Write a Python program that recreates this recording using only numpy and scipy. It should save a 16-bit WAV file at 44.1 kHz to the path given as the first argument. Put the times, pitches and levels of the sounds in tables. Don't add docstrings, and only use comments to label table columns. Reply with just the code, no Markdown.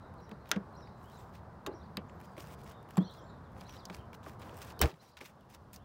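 import sys
import numpy as np
from scipy import signal
from scipy.fft import rfft, irfft, next_fast_len
from scipy.io import wavfile
from scipy.ndimage import uniform_filter1d, map_coordinates

SR = 44100
rng = np.random.default_rng(int(sys.argv[2]) if len(sys.argv) > 2 else 0)


def invert_db(x):
    u = np.asarray(x, float) / 20
    return 10 ** u


def pcm_store(signal):
    levels = np.round(np.clip(np.atleast_2d(signal), -1, 1) * 32767)
    wavfile.write(sys.argv[1], SR, levels.astype(np.int16).T)


N = 257676

# pitch_hz, level_db per Hz
ROAD_HUM = [(160, -34.5), (280, -4), (316, -2), (429, -2.5), (1020, -2), (1590, -11.5), (2850, -33.5),
            (4070, -33), (6570, -42.5), (15200, -49.5), (16500, -60)]
ROAD_RUMBLE = [(15, -60.5), (25, -21), (43, -12.5), (57, -7.5), (70, 0.5), (183, -3.5), (260, -9.5),
               (340, -39), (570, -120)]
HUM_DB, RUMBLE_DB = -55, -52.5
# peak_s, spread_s, level_db
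PASSING_CAR = (4.6, .16, 2.5)
HUM_DUCK, RUMBLE_DUCK = (9.5, 4.5), (14.8, 17)  # depth_db, recovery_db_per_s
DUCK_FALL_S, DUCK_HOLD_S = 0.09, 0.17

# time_s, pitch_hz
HOOK = [(0, 4000), (.01, 4150), (.021, 5700), (.029, 5800), (.042, 5400), (.053, 5900), (.063, 4200)]
ARCH = [(0, 3800), (.012, 4700), (.022, 4900), (.034, 4400), (.05, 3500)]
RISE = [(0, 5800), (.005, 6800), (.012, 7300), (.028, 8000)]
SLUR = [(0, 3100), (.035, 3500), (.06, 4200), (.075, 4370), (.09, 4200), (.117, 3550)]
CLIMB = [(0, 3000), (.042, 3380), (.074, 4200)]
SCOOP = [(0, 3900), (.018, 4150), (.032, 5400)]
DIVE = [(0, 5300), (.012, 3650)]
CREST = [(0, 6100), (.012, 7300), (.022, 7700), (.04, 7100)]
FALL = [(0, 4400), (.025, 3510), (.05, 3150)]
FLAT = [(0, 4030), (.02, 4020), (.04, 3850)]
NOTES = {"hook": (HOOK, 55), "arch": (ARCH, 55), "rise": (RISE, 25), "slur": (SLUR, 12),
         "climb": (CLIMB, 15), "fall": (FALL, 40), "flat": (FLAT, 130),
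         "scoop": (SCOOP, 30), "dive": (DIVE, 30), "crest": (CREST, 80)}
# note, delay_s, stretch, pitch factor, level_db
PHRASE = [("flat", -.014, .5, 1.02, -3), ("hook", 0, 1.01, 1.01, .1), ("flat", .073, .8, .97, -2),
          ("arch", .105, .9, 1.01, -3)]
# start_s, pitch factor, level_db
PHRASE_STARTS = [(.195, .99, -67), (.75, .99, -63), (1.72, .99, -65), (3.02, 1.01, -64), (3.665, 1.02, -59)]
CALLS_UP = {"rise": [(.972, .55, 1.01, -76), (1.168, 1.01, 1.01, -65), (2.086, .6, .98, -69),
            (3.752, .5, 1.01, -67), (3.178, .9, .76, -65), (3.751, .45, .74, -63), (5.004, .7, .76, -69),
            (5.112, .6, .61, -66)], "slur": [(1.035, 1.45, .92, -67), (1.05, 1.3, .97, -70),
            (2.994, 1.01, 1.01, -55), (5.73, 1.6, .82, -73), (3.962, .5, .74, -63)],
            "climb": [(3.058, 1.01, 1.01, -57), (2.69, .7, .93, -68), (3.215, .6, 1.02, -70),
            (3.83, .33, 1.06, -62)], "scoop": [(4.996, 1.05, 1.01, -65), (5.074, .78, .97, -65)],
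            "crest": [(3.21, 1.01, .99, -71)]}
CALLS_DOWN = {"fall": [(3.435, 1.01, 1.01, -72), (5.38, 1.3, .85, -77), (3.152, 1.1, .99, -63)],
              "dive": [(5.058, .9, .97, -66), (5.132, .95, 1.01, -65), (3.788, 1.3, 1.05, -66)],
              "flat": [(.001, 2.2, .97, -71), (.39, 1.3, 1.05, -74), (3.92, .6, 1.08, -65),
              (4.7, 2.2, .93, -70), (.812, .9, 1.33, -65), (.9, 3.1, .99, -73), (3.71, 1.3, 1.4, -67),
              (3.69, 1.2, .76, -66), (2.23, 4.5, 1.2, -75), (2.44, 4.5, 1.22, -75),
              (1.208, 1.01, 3.42, -74), (2.13, .9, 3.5, -77), (3.28, 2.1, .95, -67),
              (3.262, 1.5, 1.07, -70), (3.805, .5, .93, -62), (3.65, .6, 1.01, -62), (2.735, 1.9, .91, -67),
              (5.04, .9, 1.43, -69), (3.2, .9, 1.33, -70), (3.255, 1.4, 1.83, -77)]}
# t60_s, level_db, delay_s
HOUSE_ECHO = (.32, -4.5, .008)
FLUTTER_DB, BIRDS_DB = 2.2, -4

# hardest_s, rise_s, fall_s, hiss level_db, body level_db over the hiss
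STROKES = [(.497, .032, 0.017, -70.5, 8), (1.18, 0.19, .12, -74.5, 0.5), (1.352, 0.028, .045, -75.5, 10),
           (2.25, 0.06, 0.04, -77, 2.5), (2.32, .05, .04, -83, 2.5), (3.85, .05, .06, -82, 2.5),
           (2.381, 0.013, 0.047, -61, 1.5), (2.516, 0.12, 0.037, -68, 3), (2.621, 0.056, 0.076, -73.5, 4),
           (2.722, 0.067, 0.02, -72, 6.5), (2.913, 0.025, 0.11, -76, 4), (3.149, .055, 0.048, -74.5, -6),
           (3.61, 0.062, 0.062, -75.5, 7), (3.74, 0.073, 0.062, -73.5, 10.5),
           (3.94, 0.032, 0.061, -68.5, 5), (4.149, 0.012, 0.009, -61, -3),
           (4.284, 0.049, 0.063, -67.5, 3.5), (4.424, 0.036, 0.25, -72.5, 6.5),
           (4.594, 0.038, 0.093, -67, -4.5), (4.71, 0.15, .025, -68.5, 6.5),
           (5.038, 0.045, 0.086, -74.5, 4), (5.173, 0.002, 0.022, -74, 15),
           (5.213, 0.0091, 0.055, -67, 5.5), (5.258, 0.019, 0.047, -66.5, 3), (5.548, 0.05, 0.0095, -64, 2),
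           (5.742, 0.013, 0.03, -56.5, -2.5)]
# pitch_hz, level_db per Hz
GRIT = [(2940, -35), (5000, -1), (8880, -4.5), (11700, -8.5), (15200, -4), (16100, -1.5), (16500, -40.5)]
PLASTIC = [(500, -39.5), (1000, 2.5), (2200, 2.5), (3200, 0), (5000, -5), (8000, -18.5), (12000, -54)]
EASE_DB = 10.5
# hiss level_db, body level_db over the hiss, fall_db_per_s
CRUMBLE = (-47.5, 8.3, 270)

# start_s, level_db
SPECKS = [(1.0374, -65), (1.0574, -57), (1.1308, -58), (1.1444, -60), (2.2508, -58), (2.4844, -52),
          (2.5004, -50), (2.5124, -52), (2.603, -58), (2.6374, -48), (2.6993, -48), (3.0194, -60),
          (3.0954, -63), (3.1108, -52), (3.5194, -60), (3.5484, -63), (3.6097, -49), (3.6334, -62),
          (3.7094, -53), (3.7214, -53), (3.8074, -65), (3.919, -57), (3.929, -53), (4.3954, -53),
          (4.4474, -59), (4.4638, -55), (4.5131, -54), (4.57, -42), (4.6474, -52), (4.6714, -52),
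          (4.7656, -65), (5.029, -55), (5.2445, -47)]
# start_s, body level_db, edge level_db
TAPS = [(0.1397, -58, -69), (0.2034, -54, -74), (0.7234, -70, -78), (0.752, -67, -73), (0.8075, -53, -84),
        (0.8734, -50, -81), (1.0754, -60, -74), (1.3784, -61, -71), (1.7384, -63, -86), (1.8375, -66, -86),
        (2.0961, -48, -82), (2.2024, -52, -63), (2.644, -59, -59.5), (2.6903, -57, -67), (2.7184, -56, -61),
        (2.828, -54, -66), (2.8886, -52, -67), (3.147, -50, -70), (3.175, -58, -77), (3.5314, -63, -72),
        (3.7612, -50, -68), (3.9672, -52, -62), (4.2837, -47, -64), (4.6177, -45, -52), (4.9405, -51, -71),
        (5.5009, -56, -62)]
BRACKET_HZ = 1670
# start_s, body level_db, edge level_db, body
# pitch_hz
MORE_TICKS = [(.4574, -50, -74, 2400), (0.4717, -52, -72, 2400), (.4913, -49, -54, 3000),
              (.507, -53, -59, 2500), (.7295, -76, -73, 3140), (1.014, -55, -86, 1290),
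              (4.43, -49, -68, 2500), (4.7925, -38.5, -43.5, 4600), (4.803, -42, -52, 3100),
              (4.8178, -20, -29, 1487), (5.409, -60, -69.5, 3940)]
FIRM_TICKS = [(0.2934, -47.5, -61, 1750), (0.3139, -40.5, -67, 1630), (0.561, -36, -76, 1710),
              (2.213, -46.5, -61, 1700), (2.367, -46, -67, 2120), (2.38, -40, -59, 2240),
              (2.3983, -43, -60, 1810), (2.9076, -43, -53, 1960), (2.9793, -30.5, -48.5, 1790),
              (3.565, -48.5, -75, 1820), (3.6097, -44, -57, 4570), (3.6946, -41.5, -57.5, 3050),
              (3.7674, -44, -70, 3670), (3.8538, -36, -52, 5060), (3.8993, -33.5, -73, 1600),
              (3.946, -45, -62, 2540), (4.131, -43, -60, 2000), (4.1477, -44.5, -63, 1650),
              (4.2315, -48, -71, 1600), (4.295, -44, -64, 1900), (4.4184, -45.5, -62, 2160),
              (4.4947, -45.5, -63, 2760), (4.5884, -57, -55, 2710), (4.7014, -50.5, -56, 3600),
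              (4.8356, -23, -51, 1870), (5.1697, -41.5, -61, 2710), (5.2116, -43, -65, 2230),
              (5.2575, -41.5, -53, 3100), (5.7322, -52, -49.5, 2716), (5.7614, -45.5, -53, 4960)]

# start_s, boom pitch_hz, boom level_db, body
# level_db, body t60_s
BOOMS = [(.312, 203, -39, -41, .06), (.515, 232, -55, -37, 0.24), (0.5593, 196.6, -25.5, -31, 0.1),
         (0.599, 188, -40.5, -49, 0.097), (1.667, 400, -37, -31, 0.2), (1.687, 390, -39, -42, .1),
         (1.712, 350, -42, -46, .1), (1.733, 370, -42, -48, .1), (1.971, 200, -34.5, -36, 0.11),
         (2.375, 195, -67, -39, 0.053), (2.9748, 182, -16, -27.5, 0.09), (2.9995, 310, -32, -45, .06),
         (3.008, 189, -28.5, -38, 0.19), (3.045, 182, -39, -58, 0.09), (3.897, 177, -42, -39.5, 0.054),
         (4.262, 302, -58, -36.5, 0.033), (4.802, 425, -32, -36.5, .05), (4.815, 215, -32, -29, 0.12),
         (4.83, 135, -29.5, -24.5, 0.18), (4.923, 161, -48.5, -50, 0.042), (5.2115, 2250, -39, -70, .05),
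         (5.209, 199, -69, -43, 0.089)]
# pitch_hz, width_hz, level_db
COVER = [(292, 44, 3), (377, 52, 2.5), (466, 84, 0), (649, 73, -3), (832, 97, -6), (1140, 170, -8.5),
         (1600, 330, -13.5)]
SWELL_CYCLES = 2.53
# peak_s, pitch_hz, level_db, rise_s, fall_s
FLAP = [
    (4.846, 72, -21.5, .018, .014),
    (4.84, 33, -36, .02, .02),
]
# length_s, pitch_hz, level_db
STRAIN = (.02, 3060, -41)
# start_s, start pitch_hz, end pitch_hz, sweep_s, t60_s, level_db
WHIP = (4.8148, 1500, 230, .0035, .03, -19.5)
# start_s, peak level_db, blow t60_s, rattle t60_s, rattle level_db
SNAPS = [
    (0.5145, -13, 0.015, .13, -11.5),
    (1.6632, -27.5, 0.03, 0.11, -11),
    (1.9705, -24, 0.014, 0.095, -13),
    (2.9705, -26, 0.024, .06, -20),
    (4.815, -8.5, 0.0097, 0.21, -9),
]
# pitch_hz, width_hz, level_db
FIRST_CLIP = [(1400, 110, 5.5), (2000, 370, 0), (3160, 520, -3), (5560, 130, -3), (6050, 110, -2),
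              (7400, 140, -4.5), (10000, 260, -40), (15160, 380, -17)]
BLADE = [(1150, 70, 9), (1660, 400, 0), (2790, 60, 5), (3170, 200, -2), (3750, 200, -5), (4790, 110, -3),
         (6000, 600, -14), (7460, 110, -6), (11300, 300, -19), (15000, 300, -22)]
BRACKET = [(1170, 260, -2.5), (2160, 630, 7.5), (3100, 730, 6), (4840, 420, 3.5), (6400, 250, -10),
           (11500, 9000, -15)]
LIP = [(810, 120, 7.5), (1710, 340, -1), (2400, 130, -13), (4740, 160, -3), (7400, 440, -11.5),
       (8560, 360, -24)]
LAST_CLIP = [(775, 310, 3.5), (1945, 700, -0.5), (2990, 600, -4), (5800, 1300, -0.5), (8240, 900, 0),
             (12900, 2500, -2.5), (15510, 700, 8)]
STRUCK = (FIRST_CLIP, BLADE, BRACKET, LIP, LAST_CLIP)
LAST_SNAP_S = SNAPS[-1][0]

# (pitch_hz, level_db per Hz)
SELF_HISS = (-80, [(1500, -43), (2600, -1), (5000, -2), (7000, -10), (15500, -15.5)])
# pitch_hz, level_db
MIC_TOP = [(15700, -0.5), (16300, -25.5), (17000, -41.5)]


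def unit(x):
    return x / np.sqrt(np.mean(x ** 2) + 1e-20)


def along(points, hz):
    f, v = np.transpose(points)
    return np.interp(np.log(hz + 1), np.log(f + 1), v)


def filtered(x, response):
    m = next_fast_len(len(x) + SR // 10)
    return irfft(rfft(x, m) * response(np.fft.rfftfreq(m, 1 / SR)), m)[:len(x)]


def coloured(x, spectrum):
    return unit(filtered(x, lambda hz: invert_db(along(spectrum, hz))))


def resonances(modes):
    def response(f):
        total = 0
        for k, (centre, width, db) in enumerate(modes):
            total = total + (-1) ** k * invert_db(db) * 1j * f * width / (centre * centre - f * f + 1j * f * width)
        return total
    return response


def wobble(rate):
    knots = rng.standard_normal(N // 64)
    return map_coordinates(knots, [np.arange(N) * rate / SR])


def fading(t60, size=4096):
    return rng.standard_normal(size) * invert_db(-60 * np.arange(size) / SR / max(t60, .002))


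def patchy(x, depth_db, size):
    z = signal.stft(x, nperseg=512)[2]
    field = uniform_filter1d(rng.standard_normal(z.shape), size=size[0], axis=0)
    field = uniform_filter1d(field, size=size[1], axis=1)
    return signal.istft(z * invert_db(depth_db * unit(field)), nperseg=512)[1][:N]


def trailing(level, release):
    keep = np.exp(-1 / (release * SR))
    tail = 0.37 * signal.lfilter([1 - keep], [1, -keep], level)
    return np.maximum(uniform_filter1d(level, size=180), tail)


def add(x, s, sound):
    part = x[max(round(s * SR), 0):][:len(sound)]
    part += sound[:len(part)]


def ducked_db(depth_db, recovery):
    t = np.arange(N) / SR - LAST_SNAP_S
    climb = recovery * np.maximum(t - DUCK_FALL_S - DUCK_HOLD_S, 0)
    return -np.maximum(depth_db * np.clip(t / DUCK_FALL_S, 0, 1) - climb, 0)


def traffic():
    peak_s, spread_s, swell = PASSING_CAR
    car_db = swell * np.exp(-.5 * ((np.arange(N) / SR - peak_s) / spread_s) ** 2)
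    hum_db = HUM_DB + car_db + ducked_db(*HUM_DUCK) + .8 * wobble(8.6)
    tyres = patchy(rng.standard_normal(N), depth_db=0.96, size=(9, 8))
    hum = invert_db(hum_db) * coloured(tyres, ROAD_HUM)
    lumps_db = 0.78 * wobble(3.8) + 0.77 * wobble(11)
    rumble_db = RUMBLE_DB + ducked_db(*RUMBLE_DUCK) + lumps_db
    return hum + invert_db(rumble_db) * coloured(rng.standard_normal(N), ROAD_RUMBLE)


def birds():
    out, shimmer = np.zeros(N), wobble(350)
    notes = []
    for s, pitch, db in PHRASE_STARTS:
        for name, delay, stretch, factor, rel_db in PHRASE:
            notes.append((name, s + delay, stretch, pitch * factor, db + rel_db))
    for calls in (CALLS_UP, CALLS_DOWN):
        for name in calls:
            notes += [(name, *call) for call in calls[name]]
    for name, s, stretch, pitch, db in notes:
        shape, blur_hz = NOTES[name]
        at, hz = np.transpose(shape)
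        t = np.arange(round(at[-1] * stretch * SR)) / SR
        glide = uniform_filter1d(np.interp(t, at * stretch, hz * pitch), size=150)
        glide += blur_hz * np.roll(shimmer, -round(s * SR))[:len(t)]
        whistle = np.sin(2 * np.pi * np.cumsum(glide) / SR)
        add(out, s, invert_db(db) * signal.windows.tukey(len(t), .16) * whistle)
    t60, echo_db, delay = HOUSE_ECHO
    tail = fading(t60, size=SR // 2)
    late_tail = np.pad(tail, (round(delay * SR), 0)) / np.linalg.norm(tail)
    echo = signal.fftconvolve(out, late_tail)[:N]
    return invert_db(BIRDS_DB) * (out * invert_db(FLUTTER_DB * wobble(120)) + invert_db(echo_db) * echo)


def rubbing():
    t = np.arange(N) / SR
    strokes = []
    for s, rise, fall, db, rel_db in STROKES:
        away = abs(t - s) / np.where(t < s, rise, fall)
        strokes.append((np.clip(3.5 - 2.8 * away, 0, 1), db - EASE_DB * away, rel_db))
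    db, rel_db, fall = CRUMBLE
    strokes.append((t > LAST_SNAP_S, db - fall * abs(t - LAST_SNAP_S), rel_db))

    hiss, body = np.full(N, invert_db(-91.5)), np.zeros(N)
    for inside, level_db, rel_db in strokes:
        level = inside * invert_db(level_db)
        hiss = hiss + invert_db(4.0) * level
        body = body + invert_db(rel_db + 4.5) * level

    catches = (rng.random(N) < 130 / SR) * rng.exponential(1.9, N)
    crackle = signal.fftconvolve(catches, invert_db(-60 * t[:SR // 100] / 0.0032))[:N]
    slips = unit(invert_db(1.3 * wobble(300) + 2.6 * wobble(45)) * (1 + crackle))
    rough_hiss = patchy(slips * rng.standard_normal(N), depth_db=2.2, size=(40, 2))
    rough_body = patchy(slips * rng.standard_normal(N), depth_db=2.2, size=(40, 2))
    hiss_sound = trailing(hiss, 0.0082) * coloured(rough_hiss, GRIT)
    return hiss_sound + trailing(body, .012) * coloured(rough_body, PLASTIC)


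def ticks(contacts):
    out, impact = np.zeros(N), 2.3 * (np.arange(4096) < 2)
    for s, body_db, edge_db, hz in contacts:
        knock = filtered(impact + fading(0.024), lambda f: resonances([(hz, 2000, 0)])(f) ** 2)
        edge = filtered(impact + fading(0.0097), lambda f: (1j * f / (3500 + 1j * f)) ** 2)
        knock = invert_db(body_db - 1.5) * knock / abs(knock).max()
        add(out, s, knock + invert_db(edge_db + 12.5) * edge / abs(edge).max())
    return out


def specks():
    return ticks([(s, db - 16, db - 12, 4000) for s, db in SPECKS])


def tool_contacts():
    taps = [(*tap, BRACKET_HZ) for tap in TAPS]
    return ticks(list(FIRM_TICKS) + list(MORE_TICKS) + taps)


def panel():
    out, t = np.zeros(N), np.arange(SR // 4) / SR
    for s, hz, boom_db, body_db, t60 in BOOMS:
        swell = SWELL_CYCLES / hz
        boom = (t / swell * np.exp(1 - t / swell)) ** 3 * np.sin(2 * np.pi * hz * t)
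        shove = fading(t60, size=len(t)) * (1 - np.exp(-t / 0.00095))
        body = filtered(shove, lambda f: resonances(COVER)(f) / (1 + 1j * f / 2600) ** 2)
        add(out, s, invert_db(boom_db) * boom + invert_db(body_db) * body / abs(body).max())
    return out


def flap():
    out = np.zeros(N)
    for s, hz, db, rise, fall in FLAP:
        t = np.arange(N) / SR - s
        swing = np.exp(-.5 * (t / np.where(t < 0, rise, fall)) ** 2)
        out += invert_db(db) * swing * np.cos(2 * np.pi * hz * t)
    return out


def strain():
    out, (length, hz, db) = np.zeros(N), STRAIN
    t = np.arange(round(length * SR)) / SR
    add(out, LAST_SNAP_S - length, invert_db(db) * t / length * np.sin(2 * np.pi * hz * t))
    return out


def whip():
    out, (s, top_hz, end_hz, sweep, t60, db) = np.zeros(N), WHIP
    t = np.arange(SR // 20) / SR
    hz = end_hz + (top_hz - end_hz) * np.exp(-t / sweep)
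    add(out, s, invert_db(db - 60 * t / t60) * np.sin(2 * np.pi * np.cumsum(hz) / SR))
    return out


def snaps():
    def bare_crack(f):
        return invert_db(-11) * 1j * f / (600 + 1j * f) / (1 + 1j * f / 4500)

    out = np.zeros(N)
    for (s, db, t60, rattle_t60, rattle_db), modes in zip(SNAPS, STRUCK):
        blow = fading(t60)
        rattle = filtered(fading(rattle_t60), lambda f: 1 / (1 + 1j * f / 2200) ** 2)
        force = blow + invert_db(rattle_db) * rattle
        crack = filtered(force, lambda f: resonances(modes)(f) + bare_crack(f))
        add(out, s, invert_db(db) * crack / abs(crack).max())
    return out


def scene():
    background = traffic() + birds()
    handling = rubbing() + specks() + tool_contacts()
    release = panel() + flap() + strain() + whip() + snaps()
    return (background + handling + release)[None]


def low_pass(x):
    return signal.sosfilt(signal.butter(12, 17080, fs=SR, output="sos"), x)


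def record(dry):
    hiss_db, hiss_spectrum = SELF_HISS
    heard = dry[0] + invert_db(hiss_db) * coloured(rng.standard_normal(N), hiss_spectrum)
    mix = filtered(heard, lambda hz: invert_db(along(MIC_TOP, hz)))[None]
    return low_pass(mix)


dry = scene()
out = record(dry)
pcm_store(out)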